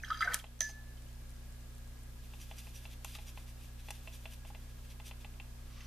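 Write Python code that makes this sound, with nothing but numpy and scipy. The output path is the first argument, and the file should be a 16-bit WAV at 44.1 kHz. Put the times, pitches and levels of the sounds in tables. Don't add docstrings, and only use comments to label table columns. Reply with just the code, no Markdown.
import sys
import numpy as np
from scipy import signal
from scipy.fft import rfft, irfft
from scipy.io import wavfile

SR = 44100
rng = np.random.default_rng(int(sys.argv[2]) if len(sys.argv) > 2 else 0)


def bounce(signal):
    frames = np.transpose(np.atleast_2d(signal))
    limited = np.clip(frames, -1, 1)
    pcm = np.round(limited * 32767).astype(np.int16)
    wavfile.write(sys.argv[1], SR, pcm)


def undo_db(level):
    steps = np.asarray(level, float) / 20
    return 10 ** steps


N = 258426
TIME = np.arange(N) / SR


def rms_one(x):
    return x / np.sqrt(np.mean(x ** 2) + 1e-20)


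def curve(points, hz):
    table_hz, value = np.transpose(points)
    return np.log(hz), np.log(table_hz), value


def spectrum_hz():
    return np.maximum(np.arange(N // 2 + 1) * SR / N, 1)


def coloured(white, points):
    db = np.interp(*curve(points, spectrum_hz()), left=-80, right=-80)
    return rms_one(irfft(rfft(white) * undo_db(db), N))


def train(times, sizes):
    out = np.zeros(N)
    np.add.at(out, (np.asarray(times) * SR).astype(int), sizes)
    return out


def ring(clicks, hz, t60):
    r, w = undo_db(-60 / (t60 * SR)), 2 * np.pi * hz / SR
    return signal.lfilter([0, np.sin(w)], [1, -2 * r * np.cos(w), r * r], clicks + 1e-18)


def strike(clicks, hz, t60, cycles):
    return ring(clicks, hz, t60) - ring(clicks, hz, cycles / hz)


def resonate(x, hz, width_hz):
    r = np.exp(-np.pi * width_hz / SR)
    feedback = [1, -2 * r * np.cos(2 * np.pi * hz / SR), r * r]
    return signal.lfilter([(1 - r * r) / 2, 0, (r * r - 1) / 2], feedback, x)


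def grains(per_s, spread_db):
    sizes = undo_db(spread_db * np.minimum(rng.exponential(1, N), 4)) * rng.choice([-1, 1], N)
    return rms_one(sizes * (rng.random(N) < per_s / SR))


def pan(x, db):
    return np.array([x * undo_db(db / 2), x * undo_db(-db / 2)])


# (time [s], vigour [dB], depth of the brush [0-1])
SWIRL = [
    (0, -95, 0.5),
    (.045, -55.5, 0),
    (.1, -58, .02),
    (.13, -47, 0.16),
    (.195, -57, 0.1),
    (.215, -37.5, 0),
    (.27, -41.5, 0.64),
    (.34, -41.5, 0.45),
    (.49, -81, 0.94),
]


def swirl():
    s, vigour_points, depth_points = np.transpose(SWIRL)
    vigour_db = np.interp(TIME, s, vigour_points)
    depth = np.interp(TIME, s, depth_points)
    gurgle_db = vigour_db - 27.5 + 40.5 * depth
    spray_db = -55 + 0.67 * (vigour_db + 46.5) - 13.5 * depth
    return gurgle_db, vigour_db, spray_db


CUP_LOW_HZ = [705, 970, 1230, 1292, 1340, 1444, 1503, 1542, 1736, 1824, 2030]
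# (level [dB], t60 [s])
CUP = [(-6, 0.039), (-3.5, 0.059), (-7, 0.063), (1, 0.11), (1, 0.027), (-13, 0.14), (7.5, 0.023),
       (-0.5, 0.044), (-3, 0.067), (-2, 0.042), (-0.5, 0.033),
       (-3.5, 0.034), (-1.5, 0.032), (-10, 0.026), (-2, 0.025), (-3, 0.046), (-8.5, 0.031),
         (-12.5, 0.046), (-17, 0.021)]
CUP_HIGH_HZ = [3170, 3275, 3590, 3920, 4830, 5890, 6300, 7600]
# (time [s], level [dB], centre frequency [Hz])
KNOCKS = [(.030, -39, 6340), (0.0353, -31.5, 1800), (.046, -38, 3170), (.047, -40, 6300), (.06, -45, 6300),
          (.072, -46, 6100), (.093, -46, 5200), (.143, -45, 4830), (.0807, -47, 1570),
          (0.1023, -30.5, 1520), (.144, -36.5, 3200), (.192, -37, 4830), (0.207, -38, 1500),
          (.2745, -41, 1300), (0.129, -41, 3250), (0.214, -33, 3370), (.337, -30, 5900), (0.251, -41, 3950),
          (.245, -39, 5900), (.334, -34, 3300), (.3372, -30, 3300), (0.3432, -32, 1610), (.345, -42, 3300),
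          (.388, -54, 2960), (.398, -40, 3240), (.466, -52, 3270)]
# (time [s], level [dB], centre frequency [Hz], reach [octaves])
SLAPS = [
    (.104, -40, 3980, 0.96),
    (.129, -46, 2200, 0.45),
    (.173, -42, 5200, .37),
    (.207, -37, 4270, 1),
    (.222, -28, 1960, 0.33),
    (.246, -42, 5000, 0.46),
    (.276, -36, 755, 0.46),
]


def cup():
    knock_reach_oct = 0.15
    s, db, centre, reach = np.transpose(SLAPS + [(*knock, knock_reach_oct) for knock in KNOCKS])
    _, bubbles_db, spray_db = swirl()
    out = 0
    for hz, (mode_db, t60) in zip(CUP_LOW_HZ + CUP_HIGH_HZ, CUP):
        near = np.exp(-.5 * (np.log2(hz / centre) / reach) ** 2)
        blows = train(s, undo_db(db + mode_db - 3.0) * near * rng.choice([-1, 1], len(s)))
        patter_db = bubbles_db - 36.5 if hz < 2500 else spray_db - 24
        patter = grains(500, 1.9) * undo_db(mode_db + patter_db)
        tone = resonate(strike(blows + patter, hz, t60, cycles=5.0), hz, .4 * hz)
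        out = out + pan(tone, -3.0 * (hz > 2500))
    return out


# (frequency [Hz], level [dB per Hz])
SPRAY_COLOUR = [(2000, -8), (2800, 0.5), (6000, -9), (12000, -9.5), (15000, -20)]


def slosh():
    gurgle_db, bubbles_db, spray_db = swirl()
    out = undo_db(spray_db - 3.5) * coloured(grains(9000, 2.5), SPRAY_COLOUR)
    kinds = (gurgle_db - 5.0, 470, 1150, 140), (bubbles_db, 1150, 2300, 200), (spray_db, 2500, 6800, 450)
    for level_db, low_hz, high_hz, count in kinds:
        for when, pitch, size in rng.random((count, 3)):
            i = int(when * .48 * SR)
            hz = low_hz * (high_hz / low_hz) ** pitch
            cycle = np.arange(2200) * hz / SR
            shape = (1 - np.exp(-cycle / 0.33)) * undo_db(-60 * cycle / 60)
            tone = np.sin(2 * np.pi * cycle * (1 + 0.0012 * cycle))
            out[i:i + 2200] += undo_db(level_db[i] + 4.0 + 5.3 * (size - 2.0)) * shape * tone
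    return pan(out, -0.47)


# (time [s], level [dB], frequency [Hz], length [s])
GULPS = [(.1025, -28, 1252, .0055), (.1128, -26.5, 1288, .011), (.129, -42, 1390, 0.0077),
         (.146, -46, 1730, 0.018), (.146, -48, 1330, .008), (.172, -46.5, 1284, 0.012),
         (.2067, -27.5, 1315, 0.013), (.2215, -29, 1297, .013), (.2215, -32, 1563, 0.0095),
         (.2215, -31.5, 2043, 0.01), (.225, -32, 1730, 0.0087), (.235, -40, 1690, 0.0091),
         (.241, -41, 1365, .006), (.245, -41, 1550, .006), (.249, -38, 1790, .006),
         (.25, -46.5, 710, 0.0174), (.252, -45, 2160, .008), (.257, -42, 1760, 0.0057),
         (.2742, -25, 1520, 0.0076), (.286, -36, 1470, 0.0067), (.298, -40, 1470, .005),
         (.304, -37, 1510, 0.0086), (.3172, -34.5, 1820, 0.008), (.326, -39, 1510, .005),
         (.334, -47, 964, .012), (.342, -37, 1760, .006)]


def gulps():
    rise_per_s, sag_db_per_s, swell_s, burst_t60_s = 1.9, 154, 0.0016, 0.016
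    out, age = np.zeros(N), np.arange(SR // 10) / SR
    for s, db, hz, length in GULPS:
        level_db = db - sag_db_per_s * age - 60 * np.maximum(age - length, 0) / burst_t60_s
        cycles = hz * age * (1 + rise_per_s * (age - length) / 2)
        tone = (1 - np.exp(-age / swell_s)) * np.sin(2 * np.pi * cycles)
        out[int(s * SR):][:len(age)] += undo_db(level_db) * tone
    return out


# (time [s], peak level [dB], level of the spray after it [dB], spray t60 [s])
CRACKS = [(.32, -56, -53.5, 0.19), (0.3365, -27, -51, 0.022), (0.3438, -11.5, -44, 0.079),
          (0.3448, -17, -58, 0.03), (0.389, -53, -47, 0.078), (0.6061, -22.5, -42, 0.12),
          (.64, -60, -60, 0.41), (.69, -59, -58.5, 0.14), (3.0463, -40, -48.5, 0.067),
          (3.151, -48, -49, 0.039), (3.886, -52, -57, 0.032), (3.9063, -35, -44, 0.032)]
# (frequency [Hz], level [dB per Hz])
CRACK_COLOUR = [(1180, -51), (2000, -2), (2690, -6), (3230, -4), (4380, -2), (9920, -10), (13800, -8),
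                (15000, -42)]


def cracks():
    cup_side_db, tray_side_db = 0, 6
    spray, out = coloured(rng.standard_normal(N), CRACK_COLOUR), np.zeros((2, N))
    for s, peak_db, spray_db, t60 in CRACKS:
        age = np.maximum(TIME - s, 0)
        shape = undo_db(peak_db - 23.5 - 60 * age / 0.009) + undo_db(spray_db - 60 * age / t60)
        click = resonate(train([s], undo_db(peak_db + 11.0)), hz=8550, width_hz=5000)
        out += pan(click + spray * shape * (TIME >= s), cup_side_db if s < 1 else tray_side_db)
    return out


# (frequency [Hz], level [dB], t60 [s])
RIM = [(4900, -20, 0.19), (5071, -17, .2), (5123, -19, .2), (5774, -16, .12), (5996, -4, 0.12),
       (6032, -5, 0.12), (6079, -2, 0.16), (6163, -4, .14), (6266, -11, .12), (6342, -14, 0.12),
       (6446, -13, 0.12), (6532, -16, .12), (6734, -16, .1), (8900, -17, 0.08)]
# (frequency [Hz], level [dB], t60 [s])
HANDLE = [(608, -11, 0.031), (660, -10, 0.03), (1324, -11, 0.045), (1800, -2.5, 0.063), (1960, -6.5, 0.046),
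          (3300, -3, 0.025), (4130, -4.5, 0.027), (6110, 7.5, 0.015)]
# (time [s], level [dB], left minus right [dB])
CLINKS = [
    (.591, -64.5, -2),
    (0.6067, -31, 0),
    (.692, -60, -4),
]


def rim():
    s, db, side_db = np.transpose(CLINKS)
    out = 0
    for hz, mode_db, t60 in RIM + HANDLE:
        tone = strike(train(s, undo_db(db + mode_db)), hz, t60, cycles=5.1)
        out = out + pan(tone, side_db.mean() * min(hz / 5000, 1))
    return out


PAIR_HZ = [1730.2, 1738.3]
# (level [dB], t60 [s])
PAIR = [(-7.5, 0.76), (-11.5, 0.67)]


def rim_pair():
    damp_s, damp_length_s, damp_db = 0.679, 0.01, -5
    clink_s, clink_db, _ = CLINKS[1]
    main = train([clink_s], undo_db(clink_db))
    lower, upper = (undo_db(db) * strike(main, hz, t60, cycles=12.0) for hz, (db, t60) in zip(PAIR_HZ, PAIR))
    damping = undo_db(damp_db * np.clip((TIME - damp_s) / damp_length_s, 0, 1))
    return pan(damping * (lower + np.roll(upper, 11)), -.6)


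def chatter():
    start_s, length_s, level_db, t60_s = 0.622, 0.092, -84, 0.029
    age = TIME - start_s
    skips = undo_db(level_db) * (age > 0) * (age < length_s)
    return pan(sum(ring(skips * grains(150, 3.0), hz, t60_s) for hz, _, _ in RIM), -1.0)


# (time [s], level [dB], frequency [Hz])
SMALL_RINGS = [(.001, -52, 2540), (.085, -50, 5400), (.155, -59, 6500), (.176, -52, 5950), (.222, -58, 7660),
               (.6075, -42, 1900), (.612, -52, 2120), (.612, -43, 690), (.695, -50, 4900), (.78, -59, 840),
               (.833, -65, 687), (.975, -60, 3070), (1.065, -61, 2930), (1.088, -61, 3160), (3.1515, -47, 3750),
               (3.1525, -48, 1220), (3.9062, -45, 10060), (3.9062, -45, 5890), (5.8065, -56, 2000)]


def small_rings():
    return sum(strike(train([s], undo_db(db)), hz, 0.04, cycles=6.4) for s, db, hz in SMALL_RINGS)


# (time [s], level [dB])
PUSHES = [(2.25, -66), (2.42, -58.5), (2.589, -57), (2.765, -58.5), (3.216, -63), (3.285, -57.5),
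          (3.491, -63.5), (3.86, -64.5), (4.148, -59.5), (4.329, -59.5), (4.48, -63), (5.072, -56)]
# (time [s], level [dB])
RETURNS = [(2.347, -67), (2.506, -65.5), (2.67, -63), (2.845, -64.5), (3.096, -58.5), (3.39, -64.5),
           (3.637, -64), (3.941, -63), (4.066, -65.5), (4.242, -67), (4.61, -70)]
# (time [s], level [dB])
DRAGS = [
    (2.925, -61.5),
    (3.155, -59.5),
    (3.799, -67.5),
    (4.706, -70),
    (4.79, -71),
    (4.85, -69),
    (4.91, -63),
    (5.213, -66.5),
]
# (frequency [Hz], width [Hz], level [dB])
BRISTLE = [(2620, 400, 3), (3300, 760, 2.5), (4860, 45, 9), (5790, 180, 5), (6640, 180, -10),
           (9150, 280, 0), (12100, 220, -11)]
# (frequency [Hz], level [dB per Hz])
HISS = [(1500, -36), (2500, -3.5), (4000, -4), (6000, -0.5), (9000, -0.5), (13000, 1.5), (15500, -8)]


def strokes():
    body, hiss = 0, 0
    for rows, length, body_db in (PUSHES, 0.029, -1.8), (RETURNS, 0.064, -2.5), (DRAGS, 0.023, 3.2):
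        swell = sum(undo_db(db) * np.exp(-1.4 * ((TIME - s) / length) ** 2) for s, db in rows)
        body = body + undo_db(body_db) * swell
        hiss = hiss + np.interp(TIME - 0.0027, TIME, swell)
    slips = grains(3500, 0.85)
    low = rms_one(sum(undo_db(db) * resonate(slips, hz, width) for hz, width, db in BRISTLE[:2]))
    high = rms_one(sum(undo_db(db) * resonate(slips, hz, width) for hz, width, db in BRISTLE[2:]))
    bright = undo_db(-6.5) * np.sqrt(hiss / undo_db(-55.0)) * high
    return undo_db(-1.5) * body * low + hiss * (bright + undo_db(-2.0) * coloured(slips, HISS))


# (time [s], level [dB], dullness as low over high pitches [dB])
TAPS = [(0.441, -47, 1), (0.692, -56, 5), (2.336, -53.5, -1.5), (2.512, -47, -1), (2.669, -55, -0.5),
        (2.853, -48, -3.5), (3.046, -45, -1.5), (3.152, -46.5, -9.5), (3.186, -52, -1.5), (3.374, -48, -2),
        (3.885, -46, -3), (3.905, -44, -2.5), (4.074, -46, -2.5), (4.255, -45, -2.5), (4.449, -55, 1.5),
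        (4.502, -62, 12), (4.548, -49.5, -3), (4.999, -50.5, -0.5), (5.111, -46, -3.5), (5.246, -48.5, -3),
        (5.339, -61, -7), (5.399, -47.5, -5.5), (5.806, -53.5, -10)]
# (frequency [Hz], level [dB], t60 [s])
TRAY = [(663, -8, 0.053), (842, 0.5, 0.025), (1000, -5, 0.02), (1300, -19, 0.043), (2073, -12, 0.032),
        (2484, -3.5, 0.014), (2685, -1.5, 0.02), (3030, -8.5, 0.021), (3438, -12.5, 0.05),
        (3990, -15.5, 0.028)]


def taps():
    lag_s, bounce_s, bounce_db = .0006, .007, -10.5
    s, db, dull_db = np.transpose(TAPS)
    out = 0
    for hz, mode_db, t60 in TRAY:
        size = undo_db(db + mode_db + 5.5 + dull_db * (hz < 1500) + rng.normal(0, 1.2, len(s)))
        bounce_times = s + bounce_s * rng.uniform(.8, 1.2, len(s))
        blow = train(s + lag_s, size) + train(bounce_times, size * undo_db(bounce_db))
        contact = signal.lfilter([1], [1, -undo_db(-60 / (.025 * SR))], blow)
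        rattle = contact * rng.standard_normal(N) * undo_db(-29)
        out = out + strike(blow + rattle, hz, min(t60, 0.04), cycles=3.5)
    return out


# (frequency [Hz], level [dB])
FERRULE = [(1000, -35), (1400, -39), (6024, -40.5), (7165, -39), (9125, -40.5), (11600, -39)]


def flat_strike():
    return sum(strike(train([3.0465], undo_db(db)), hz, 0.015, cycles=6.4) for hz, db in FERRULE)


# (time [s], level [dB], frequency [Hz], half length [s])
SQUEAKS = [(2.421, -61, 5800, .02), (2.593, -57, 5831, .014), (2.589, -61, 4921, .012),
           (2.758, -59, 5831, .012), (3.279, -60, 5800, .009), (4.132, -61, 5801, .008),
           (4.128, -59, 3421, .0061), (5.075, -62, 3400, .012), (3.14, -62, 4950, .014),
           (5.808, -68, 6101, .008), (5.819, -67, 5151, .008), (5.851, -64, 5851, .01)]


def squeaks():
    rub, out = rng.standard_normal(N), 0
    for s, db, hz, half in SQUEAKS:
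        swell = np.exp(-((TIME - s) / half) ** 2)
        out = out + undo_db(db) * swell * rms_one(resonate(rub, hz, width_hz=81))
    return out


# (time [s], frequency [Hz])
TICKS = [(0.974, 4850), (1.0226, 7910), (1.0858, 6820), (1.1044, 4130), (1.129, 7600), (1.155, 5270),
         (1.295, 7350), (1.3054, 9380), (1.3154, 5720), (1.3644, 5800), (1.4424, 4610), (1.524, 7350),
         (1.609, 6370), (1.751, 7900), (1.782, 4000), (1.783, 9300), (1.846, 5830), (1.8761, 7700),
         (1.9894, 7630), (2.0342, 9310), (2.2094, 5110)]


def ticks():
    level_db, db_per_oct = -48.5, 10
    out = 0
    for s, hz in TICKS:
        size = undo_db(level_db + db_per_oct * np.log2(hz / 7000))
        out = out + ring(train([s], size), hz, 14 / hz)
    return out


# (frequency [Hz], level [dB per Hz])
RUSTLE_COLOUR = [(410, -44), (700, -20), (1220, 5.5), (1440, -3), (2910, -1), (5990, -4.5), (10000, -39),
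                 (13000, -51)]


def rustle():
    full_speed_s, full_db, rise_db_per_s = 5.78, -61.5, 85
    level_db = full_db + rise_db_per_s * np.minimum(TIME - full_speed_s, 0)
    return undo_db(level_db) * coloured(grains(5000, 1.8), RUSTLE_COLOUR)


def room(x, t60, wet_db, lead):
    at_cup_until_s = 1.0
    age = np.arange(SR // 2) / SR
    mid, side = rng.standard_normal((2, len(age)))
    side = signal.lfilter(*signal.butter(1, 2200, "high", fs=SR), side)
    tail = (mid + side * [[1], [-1]]) * undo_db(-60 * age / t60) * np.clip(age / 0.0053, 0, 1)
    tail = signal.lfilter([1], [1, -.3], tail) / np.sqrt(np.sum(tail ** 2) / 2)
    treble = signal.lfilter(*signal.butter(2, 3500, "high", fs=SR), x)
    shift = lead * (np.arange(N) < at_cup_until_s * SR) * np.gradient(treble, axis=1) * [[1], [-1]]
    echoes = signal.fftconvolve(tail, x.mean(axis=0)[None])[:, :N]
    return x + shift + undo_db(wet_db) * echoes


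# (peak level [dB], signed size [-1 to 1])
MAINS = [(-49.5, 1), (-54.5, 0.96), (-69.5, 0.97), (-63, -0.86), (-74, -0.58), (-79.5, 0.87), (-92, -0.58),
         (-100.5, 0.64), (-78.5, 0.79)]
MOTOR = [-71, -51, -77, -65.5, -74]


def hum():
    mains_hz, motor_hz = 60.011, 14.983
    turn = 2 * np.pi * TIME
    out = 0
    for k, (db, sign) in enumerate(MAINS, 1):
        out = out + sign * undo_db(db) * np.cos(k * (mains_hz * turn + 2) - 2.5)
    for k, db in enumerate(MOTOR, 1):
        phase = 3.1 if k % 2 == 0 else 1.5
        out = out + undo_db(db) * np.cos(k * (motor_hz * turn + 1.1) - phase)
    return pan(out, -0.57)


# (frequency [Hz], level [dB per Hz])
FLOOR = [(190, -14.5), (330, -1.5), (534, -1.5), (837, -5), (1490, -7), (13300, -13), (14400, -8.5),
         (15300, -63)]
# (frequency [Hz], level [dB per Hz])
RUMBLE = [(12, -0.5), (30, 4), (60, -5), (100, -4.5), (200, -11), (330, -21.5)]
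# (frequency [Hz], likeness [0-1])
LIKENESS = [(20, 0.54), (200, 0.26), (500, 0.16), (1500, 0.3), (4000, 0.029), (14000, 0.027)]


def floor():
    hiss_db, rumble_db, whine_db = -61.5, -61, -78
    whine_hz, whine_width_hz = 1654, 113
    mid, side = rng.standard_normal((2, N))
    alike = np.clip(np.interp(*curve(LIKENESS, spectrum_hz())), 0, 1)
    shared, apart = np.sqrt(1 + alike) * rfft(mid), np.sqrt(1 - alike) * rfft(side)
    pair = irfft(shared + apart * [[1], [-1]], N)
    whine = rms_one(resonate(resonate(pair, whine_hz, whine_width_hz), whine_hz, whine_width_hz))
    hiss, rumble = coloured(pair, FLOOR), coloured(pair, RUMBLE)
    return undo_db(hiss_db) * hiss + undo_db(rumble_db) * rumble + undo_db(whine_db) * whine


def scene():
    at_cup = cup() + slosh() + cracks() + rim()
    at_middle = gulps() + small_rings() + strokes() + taps() + flat_strike() + squeaks() + ticks() + rustle()
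    near = at_cup + pan(at_middle, 0.062)
    return room(near, t60=0.27, wet_db=-12.0, lead=0.55) + rim_pair() + chatter() + hum() + floor()


def low_pass(x):
    return signal.sosfilt(signal.butter(12, 15460, fs=SR, output="sos"), x)


def record(dry):
    duck_s, fall_s, back_s, duck_db, gain_db = 0.348, 0.06, 0.55, -3.5, .5
    age = TIME - duck_s
    dip = np.clip(np.minimum(age / fall_s, 1 - age / back_s), 0, 1)
    top_cut = signal.cheby2(16, 45, 14600, fs=SR, output="sos")
    mix = signal.sosfilt(top_cut, dry * undo_db(gain_db + duck_db * dip))
    return low_pass(mix)


dry = scene()
out = record(dry)
bounce(out)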